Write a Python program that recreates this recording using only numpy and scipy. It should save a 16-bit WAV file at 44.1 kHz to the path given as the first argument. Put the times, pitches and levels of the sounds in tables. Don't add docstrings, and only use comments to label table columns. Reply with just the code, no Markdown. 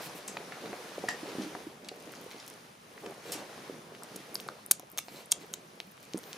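import sys
import numpy as np
from scipy import signal
from scipy.fft import rfft, irfft, next_fast_len
from scipy.io import wavfile
from scipy.ndimage import uniform_filter1d

SR = 44100
rng = np.random.default_rng(int(sys.argv[2]) if len(sys.argv) > 2 else 0)


def invert_db(level):
    return 10 ** (np.asarray(level, dtype=float) / 20)


def wav_out(sig):
    wavfile.write(sys.argv[1], SR, np.round(np.clip(np.atleast_2d(sig).T, -1, 1) * 32767).astype(np.int16))


N = 280917

# (time [s], peak [dB], centre [Hz], nominal half width [octaves], half length [ms])
MOUTH_CLICKS = [(.3694, -27, 2200, 0.56, 2.26), (1.548, -35, 1460, .47, 2.4),
                (1.8874, -23, 4470, 0.91, 0.18), (1.888, -31, 3450, 0.49, 2.5), (2.058, -48, 9000, .8, .3),
                (2.137, -35.5, 1500, .6, 0.84), (2.4783, -31, 5500, 1.5, 0.64),
                (2.483, -32, 10200, .6, 0.23), (2.5009, -30.5, 5660, 0.93, .32),
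                (2.978, -37.5, 1490, 0.62, 1.3), (3.0605, -34.5, 1800, 1.46, 2.4),
                (3.1088, -41, 10500, 0.26, .4), (3.95, -34, 2270, 0.61, .11),
                (4.0218, -37.5, 1230, 0.31, 1), (4.0347, -28, 7000, 0.74, 0.5),
                (4.159, -32, 5800, 1.16, 2.8), (4.1645, -32, 10800, 0.15, 0.43),
                (4.3446, -24, 12000, 0.23, 0.27), (4.3476, -25, 10000, 0.19, 0.31),
                (4.3542, -30, 1520, 1.2, 0.64), (4.355, -17.5, 4660, 0.24, 0.41),
                (4.4006, -28, 3630, 0.52, 0.33), (4.479, -38, 9600, 0.31, .6),
                (4.4871, -29.5, 1310, 0.29, 0.41), (4.4875, -28, 4670, 0.35, 0.18),
                (4.6625, -26.5, 10900, 0.26, 0.33), (4.71, -21, 9500, .45, 1.3),
                (4.7125, 2.5, 9300, 0.49, 0.27), (4.7121, -14.5, 2560, 0.84, 0.72),
                (4.7128, -5, 8200, 0.33, 2.3), (4.7172, -10.5, 7500, 0.91, 1.35),
                (4.7967, -29, 6160, 1.14, .47), (4.901, -39, 12000, 0.45, .37),
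                (4.917, -35.5, 11300, 0.3, .3), (4.926, -42, 10500, .3, 0.33),
                (4.976, -13.5, 4460, 2.7, 0.14), (4.982, -26.5, 3530, 0.24, 2.3),
                (4.9812, -22, 6600, 0.076, 1.5), (4.987, -18, 7000, 3.3, 1.75),
                (5.2588, -35.5, 10100, 0.16, .28), (5.311, -25.5, 5550, 1, 5.1),
                (5.318, -5.5, 7440, 0.3, 1), (5.3202, -14, 5800, 1.13, 2.4),
                (5.3224, -15.5, 6700, 0.19, 0.68), (5.323, -14.5, 4280, 0.77, 1.54),
                (5.532, -34, 12500, .4, .45), (5.538, -19, 6360, 0.26, 0.98),
                (5.5376, -25.5, 2970, 1.4, 1.45), (5.543, -25, 8950, 1.4, 0.39),
                (5.8025, -20, 3000, 0.56, 0.036), (5.978, -39, 1790, 0.83, 0.16),
                (6.1359, -23, 3690, 0.86, 0.05), (6.1745, -29, 6000, 1, .29),
                (6.1794, -26, 9500, 0.16, 0.36), (6.189, -29, 7950, 0.86, .3), (6.234, -30, 7000, 3.3, .26),
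                (6.239, -33.5, 3400, 0.78, 0.28), (6.331, -22, 3600, 0.88, 0.068)]
# (time [s], peak [dB], centre [Hz], nominal half width [octaves], half length [ms])
CLAWS_AND_SNORT = [(0.2776, -27, 7400, 0.42, 3.2), (.283, -28.5, 2000, 2, 1.05),
                   (.5211, -32.5, 1840, 0.47, 2.2), (0.657, -36.5, 1990, 0.99, 2),
                   (.7303, -30.5, 1200, .65, 0.23), (1.0852, -21.5, 1850, 0.058, .4),
                   (1.0871, -22.5, 3800, 1.1, 2.2), (1.288, -41, 3500, 0.66, 4.2),
                   (1.4168, -35.5, 4000, 0.71, 5.5), (1.845, -39, 3400, .85, 3),
                   (2.119, -40.5, 8000, 0.83, 2.7), (2.169, -40, 4000, .41, .54),
                   (2.213, -40, 9000, 0.65, 0.46), (2.313, -35, 2680, .56, 0.5),
                   (2.399, -34.5, 3820, 0.63, 2.2), (3.3197, -22.5, 6960, 0.79, 2.3),
                   (3.319, -28.5, 4600, 1.4, 13.7), (4.3524, -25.5, 10800, .25, 0.34),
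                   (4.404, -32.5, 11100, .55, 1.9), (4.982, -23, 8000, 1.5, 1.8),
                   (5.0842, -33.5, 2470, 0.96, 0.27), (5.161, -37, 3800, 0.26, .28),
                   (6.029, -36, 11200, 0.8, 0.32)]
# (start [s], end [s], highest peak [dB], lowest centre [Hz], span above it [octaves])
CRACKLE_SPELLS = [(1.951, 2.55, -39, 2600, 2.3), (2.9, 3.159, -46, 3000, 1.9), (4.096, 4.7, -53, 5000, 1.4),
                  (5.399, 6.299, -44.5, 5000, 1.8)]
# (frequency [Hz], width [Hz], gain [dB])
NARROW_RESONANCES = [(6600, 200, -7), (9050, 310, -9.5)]
# (time [s], peak [dB], favoured pitch [Hz], spread [octaves], ring time [factor])
PAW_BLOWS = [(.151, -40, 298, 0.62, 0.58), (.369, -28, 940, 0.48, 0.28), (.52, -41, 585, 0.41, .51),
             (.637, -37.5, 493, 0.5, 1.04), (.73, -30, 477, 0.68, 0.68), (.981, -27.5, 510, 0.23, .28),
             (1.039, -26.5, 510, 0.6, 0.71), (1.088, -24.5, 716, 1.2, 0.36), (1.144, -38, 417, 0.31, .8),
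             (1.231, -34.5, 306, 0.18, 0.9), (1.352, -33, 327, 0.55, 0.65), (1.384, -27.5, 252, 0.4, 2.5),
             (1.41, -40, 278, 0.47, 1.3), (1.435, -37, 300, 0.38, 1.4), (1.46, -36.5, 320, .16, 2.3),
             (1.551, -28.5, 590, 0.95, 0.35), (1.668, -34, 303, 0.22, 1.06), (1.916, -36, 473, 0.57, 0.72),
             (1.975, -41, 370, 0.42, .54), (2.077, -41, 317, 0.34, 0.84), (2.263, -37, 450, 0.17, 0.4),
             (2.345, -41, 420, 0.39, 0.77), (3.036, -41, 460, 0.5, 0.6), (3.059, -36.5, 307, 1.22, 2.1),
             (3.097, -38, 407, 0.22, .9), (3.254, -41, 473, .4, 1.8), (3.323, -41, 433, 0.52, 1.7),
             (3.352, -36.5, 333, 0.38, 1), (3.697, -30.5, 367, .53, 0.7), (4.146, -42.5, 271, .45, 1.7),
             (4.466, -39, 550, .65, .38), (4.4883, -29, 1070, 0.72, 0.15), (4.712, -28, 506, 0.67, 0.12),
             (4.796, -41.5, 533, 0.97, 0.51), (4.832, -42.5, 540, .32, 0.39),
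             (4.934, -44.5, 297, 1.02, 0.51), (4.985, -35.5, 990, 0.51, .32), (5.084, -34, 730, 0.66, 0.2),
             (5.324, -33.5, 940, .6, 0.27), (5.802, -37, 696, 0.8, 0.21), (5.874, -47, 206, .34, .54),
             (6.145, -25, 272, 0.5, 1.07)]
# (frequency [Hz], relative level [dB], t60 before the paw's ring factor [s])
BOARD_MODES = [(193.7, -1.5, 0.13), (256, -1.5, 0.042), (316, 1, 0.053), (392.7, 2, 0.071), (460, 6, 0.05),
               (561, 3.5, 0.064), (730, 10.5, 0.066), (940, 12, 0.054), (1200, 16, 0.042)]
# (start [s], end [s], level [dB], bright band against dull [dB])
SNIFFS_AND_BRUSH = [(0, 0.09, -50, 0), (.14, 0.196, -53.5, 5), (2.953, 3.135, -65, -16),
                    (3.202, 3.445, -53.5, -23), (4.989, 5.25, -64, 5), (5.084, 5.25, -57, -11),
                    (5.395, 5.438, -57.5, -20), (6.02, 6.051, -60.5, -16), (6.206, 6.37, -72, -7)]
# (time [s], bodies on the boards [dB], fur against bodies [dB])
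MOVEMENT = [(0, -48.5, 2.5), (.22, -51.5, -0.5), (.75, -48, -1.5), (.95, -51, 2), (1.12, -46.5, -3),
            (1.42, -46.5, -0.5), (1.63, -49.5, -3), (1.79, -56.5, -2.5), (2.15, -52, -1.5),
            (2.47, -55.5, 2), (2.79, -62.5, 2), (3.0, -54.5, -2), (3.3, -52, -1.5), (3.65, -50, -1.5),
            (3.9, -54, -4), (4.15, -53, 0.5), (4.45, -53.5, -1), (4.76, -62.5, 0.5), (5.0, -60.5, -1),
            (5.501, -57.5, -1), (5.95, -63, 2.5), (6.2, -53.5, -3), (6.37, -54, 3.5)]
# (middle [s], length [s], level over the bustle [dB])
BODY_SHOVES = [(3.08, 0.13, 6), (3.353, 0.22, 5), (3.746, 0.069, 1.5), (5.175, .14, 5.5), (5.4, 0.13, 5.5),
               (6.166, 0.057, 6)]
# (frequency [Hz], relative level per Hz [dB])
SHUFFLE_COLOUR = [(29, -72), (50, -42), (69, -56), (92, -24), (134, -21), (171, 3.5), (265, -2), (420, 2.5),
                  (967, -6), (2500, -16.5), (3250, -69), (5500, -120)]
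# (frequency [Hz], relative level per Hz [dB])
RUSTLE_COLOUR = [(410, -57), (700, -8.5), (1870, -6), (2270, -7), (2730, -7.5), (6150, -10.5), (7990, -17),
                 (9990, -12.5), (14600, -25), (15400, -23), (16000, -61)]
# (frequency [Hz], correlation before clipping to -1..1 [1])
MOTION_LIKENESS = [(60, 0.57), (180, 0.98), (550, 0.95), (1650, 0.5), (4970, 0.56), (15000, 0.13)]
# (frequency [Hz], lead of the left [rad])
PORT_PHASE = [(0, 0), (780, 0.23), (1460, -0.4), (3190, -1.2), (3960, -0.9), (5170, 0.5), (7060, -0.4),
              (9910, 0.048), (10200, -0.1), (11400, 0.16), (14400, -0.4), (15600, -0.1), (16000, 0.1),
              (16400, 0.19)]
# (frequency [Hz], t60 [s])
ROOM_DECAY = [(150, 0.13), (600, 0.075), (2000, 0.21), (6500, 0.2), (10000, 0.14), (15000, 0.046)]
# (frequency [Hz], relative level per Hz [dB])
HUSH_COLOUR = [(15, -40.5), (25, -23), (145, 12), (384, -14.5), (545, -3), (863, -4.5), (1070, -1),
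               (1890, -12), (2280, -7.5), (3160, -14), (10700, -45), (14400, -30), (16000, -42)]
# (frequency [Hz], correlation before clipping to -1..1 [1])
HUSH_LIKENESS = [(60, 0.5), (150, 1.5), (380, -0.98), (950, -1.04), (2380, -0.34), (5980, -0.5),
                 (15000, -1)]
# (frequency [Hz], gain [dB])
MIC_RESPONSE = [(20, -17), (60, -10), (130, -2.5), (300, 1.83), (12000, -1.35), (15000, 4), (15700, -12),
                (16500, -26), (17500, -62.5)]
# (frequency [Hz], left over right [dB])
PORT_BALANCE = [(60, -1.1), (500, -1.2), (1200, 1.2), (2500, .9), (5000, .3)]


def evened(x):
    return x / np.sqrt(np.mean(x ** 2) + 1e-20)


def read(points, hz):
    f, value = np.transpose(points)
    return np.interp(np.log(hz + 1), np.log(f + 1), value)


def add(mix, s, sound):
    part = mix[round(s * SR):][:len(sound)]
    part += sound[:len(part)]


def click(hz, octaves, half_ms, noise):
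    u = np.arange(len(noise)) / SR * 1000 / (2 * max(half_ms, .05))
    swell = (1 - np.exp(-u / .15)) * np.exp(-u ** 3)
    drive = noise * swell * min(half_ms, 1)
    drive[0] += 1.2
    for f, width, db in NARROW_RESONANCES:
        drive = drive + invert_db(db) * signal.lfilter(*signal.iirpeak(f, f / width, SR), drive)
    reach = np.array([-abs(octaves) - .02, abs(octaves) + .015])
    edges = np.clip(hz * 2. ** reach, 50, SR * .48)
    banded = signal.sosfilt(signal.butter(2, edges, "band", fs=SR, output="sos"), drive)
    body = signal.lfilter(*signal.butter(1, [500, 3000], "band", fs=SR), drive)
    sound = banded + invert_db(-12) * min(abs(octaves), 1) ** 2 * body
    return sound / abs(sound).max()


def crackle_ticks():
    ticks = []
    for start, end, db, low_hz, span in CRACKLE_SPELLS:
        for when, faint, high in rng.random((20, 3)):
            s = start + when * (end - start)
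            ticks.append((s, db - 7 * faint, low_hz * 2 ** (span * high), .51, .53))
    return ticks


def clicks():
    direct, to_room = np.zeros((2, N))
    rows = [(row, -3.5) for row in CLAWS_AND_SNORT]
    for row in MOUTH_CLICKS + crackle_ticks():
        rows.append((row, -15.5 - .25 * (row[1] + 30)))
    for (s, db, hz, octaves, half_ms), room_db in rows:
        sound = invert_db(db) * click(hz, octaves, half_ms, rng.standard_normal(2048))
        add(direct, s, sound)
        add(to_room, s, invert_db(room_db) * sound)
    return direct, to_room


def thuds():
    out, t = np.zeros(N), np.arange(8000) / SR
    for s, db, centre_hz, spread, ring in PAW_BLOWS:
        sound = np.zeros(len(t))
        for hz, mode_db, t60 in BOARD_MODES:
            away = np.log2(hz / centre_hz) / max(spread, .1)
            decay_db = 60 * t / (t60 * max(ring, .1))
            detuned_hz = hz * (1 + .017 * rng.uniform(-1.5, 1))
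            sound += invert_db(mode_db - 9.2 * away ** 2 - decay_db) * np.sin(2 * np.pi * detuned_hz * t)
        sound *= 1 - np.exp(-t * centre_hz / .57)
        add(out, s, invert_db(db) * sound / abs(sound).max())
    return out


def sniffs_and_brush():
    out = np.zeros(N)
    for start, end, db, bright_db in SNIFFS_AND_BRUSH:
        noise = rng.standard_normal(round((end - start) * SR))
        dull = signal.lfilter(*signal.butter(1, [1200, 5500], "band", fs=SR), noise)
        bright = signal.lfilter(*signal.butter(1, [7000, 14000], "band", fs=SR), noise)
        rush = evened(dull + invert_db(bright_db) * bright)
        add(out, start, invert_db(db) * rush * signal.windows.tukey(len(noise), .6))
    return out


def whistle():
    start_s, length_s, level_db, edge_db = 6.19, .17, -62, -16
    low_hz, rise_hz_per_s, width_hz = 12000, 24000, 700
    t = np.arange(N) / SR - start_s
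    u = t / length_s
    pole = np.exp(-np.pi * width_hz / SR)
    fuzz = signal.lfilter([1], [1, -pole], rng.standard_normal(N) + 1j * rng.standard_normal(N))
    hz = low_hz + rise_hz_per_s * np.clip(t, 0, length_s)
    tone = evened((fuzz * np.exp(2j * np.pi * np.cumsum(hz) / SR)).real)
    arch_db = level_db + edge_db * np.clip(2 * u - 1, -1, 1) ** 2
    return tone * invert_db(arch_db) * (u > 0) * (u < 1)


def motion(t, column):
    rows = np.array(MOVEMENT)
    return np.interp(t, rows[:, 0], rows[:, column])


def boards_db(t):
    db = motion(t, column=1)
    for s, length, shove_db in BODY_SHOVES:
        db = db + shove_db * np.clip(1 - (2 * (t - s) / length) ** 4, 0, 1)
    return db


def fur_db(t):
    return motion(t, column=1) + motion(t, column=2)


def fur_tilt_db(hz, t):
    db_per_octave = .4 - .13 * (fur_db(t) + 55.5)
    return np.outer(np.log2((hz + 50) / 4000), db_per_octave)


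def texture(colour, likeness, per_s, grain_db, grit, patchy_db, tilt_db=None):
    struck = rng.random(N) < per_s / SR
    grains = invert_db(grain_db * np.minimum(rng.exponential(1, N), 3)) * struck
    both, apart = rng.standard_normal((2, N))
    both = evened(both + grit * evened(grains * both))
    hz, t, (left, other) = signal.stft([both, apart], SR, nperseg=512, noverlap=384)
    same = np.clip(read(likeness, hz), -1, 1)[:, None]
    z = np.array([left, same * left + np.sqrt(1 - same ** 2) * other])
    patches = rng.standard_normal((len(hz), len(t)))
    patches = uniform_filter1d(uniform_filter1d(patches, size=8, axis=0), size=16, axis=1)
    field_db = read(colour, hz)[:, None] + patchy_db * evened(patches)
    if tilt_db:
        field_db = field_db + tilt_db(hz, t)
    power = np.mean(invert_db(read(colour, hz)) ** 2)
    sound = signal.istft(z * invert_db(field_db), SR, nperseg=512, noverlap=384)[1][:, :N]
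    return sound / np.sqrt(power)


def movement():
    t = np.arange(N) / SR
    shuffle = texture(SHUFFLE_COLOUR, MOTION_LIKENESS, per_s=200, grain_db=3, grit=.5, patchy_db=2.1)
    rustle = texture(RUSTLE_COLOUR, MOTION_LIKENESS, per_s=300, grain_db=3.5, grit=.3, patchy_db=.8,
                     tilt_db=fur_tilt_db)
    return invert_db(boards_db(t)) * shuffle + invert_db(fur_db(t)) * rustle


def ports(x):
    half = np.exp(.5j * read(PORT_PHASE, np.fft.rfftfreq(N, 1 / SR)))
    return irfft(rfft(x) * np.array([half, 1 / half]), N)


def room(x):
    left, right, shared = rng.standard_normal((3, SR // 2))
    onset = np.clip(np.arange(SR // 2) / (.0038 * SR), 0, 1) ** 2
    taps = (np.array([left, right]) + 1.3 * shared) * onset
    hz, t, z = signal.stft(taps, SR, nperseg=256)
    tail = signal.istft(z * invert_db(-60 * t / read(ROOM_DECAY, hz)[:, None]), SR, nperseg=256)[1]
    return signal.fftconvolve(x[None], tail / np.linalg.norm(tail[0]), axes=1)[:, :N]


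def room_hush():
    return invert_db(-58) * texture(HUSH_COLOUR, HUSH_LIKENESS, per_s=50, grain_db=3, grit=.05, patchy_db=.6)


def scene():
    direct, to_room = clicks()
    paws, rushes = thuds(), sniffs_and_brush()
    struck = ports(direct + rushes + whistle()) + paws
    answer = room(to_room + invert_db(-14.5) * paws + invert_db(-1.5) * rushes)
    return struck + answer + movement() + room_hush()


def roll_off(x):
    return signal.sosfilt(signal.butter(12, 16790, fs=SR, output="sos"), x)


def record(dry):
    size = next_fast_len(N + 4096)
    hz = np.fft.rfftfreq(size, 1 / SR)
    response_db = read(MIC_RESPONSE, hz) + np.outer([.5, -.5], read(PORT_BALANCE, hz))
    rounded = 1.3 * np.tanh(dry / 1.3)
    heard = irfft(rfft(rounded, size) * invert_db(response_db), size)[:, :N]
    return roll_off(heard)


dry = scene()
out = record(dry)
wav_out(out)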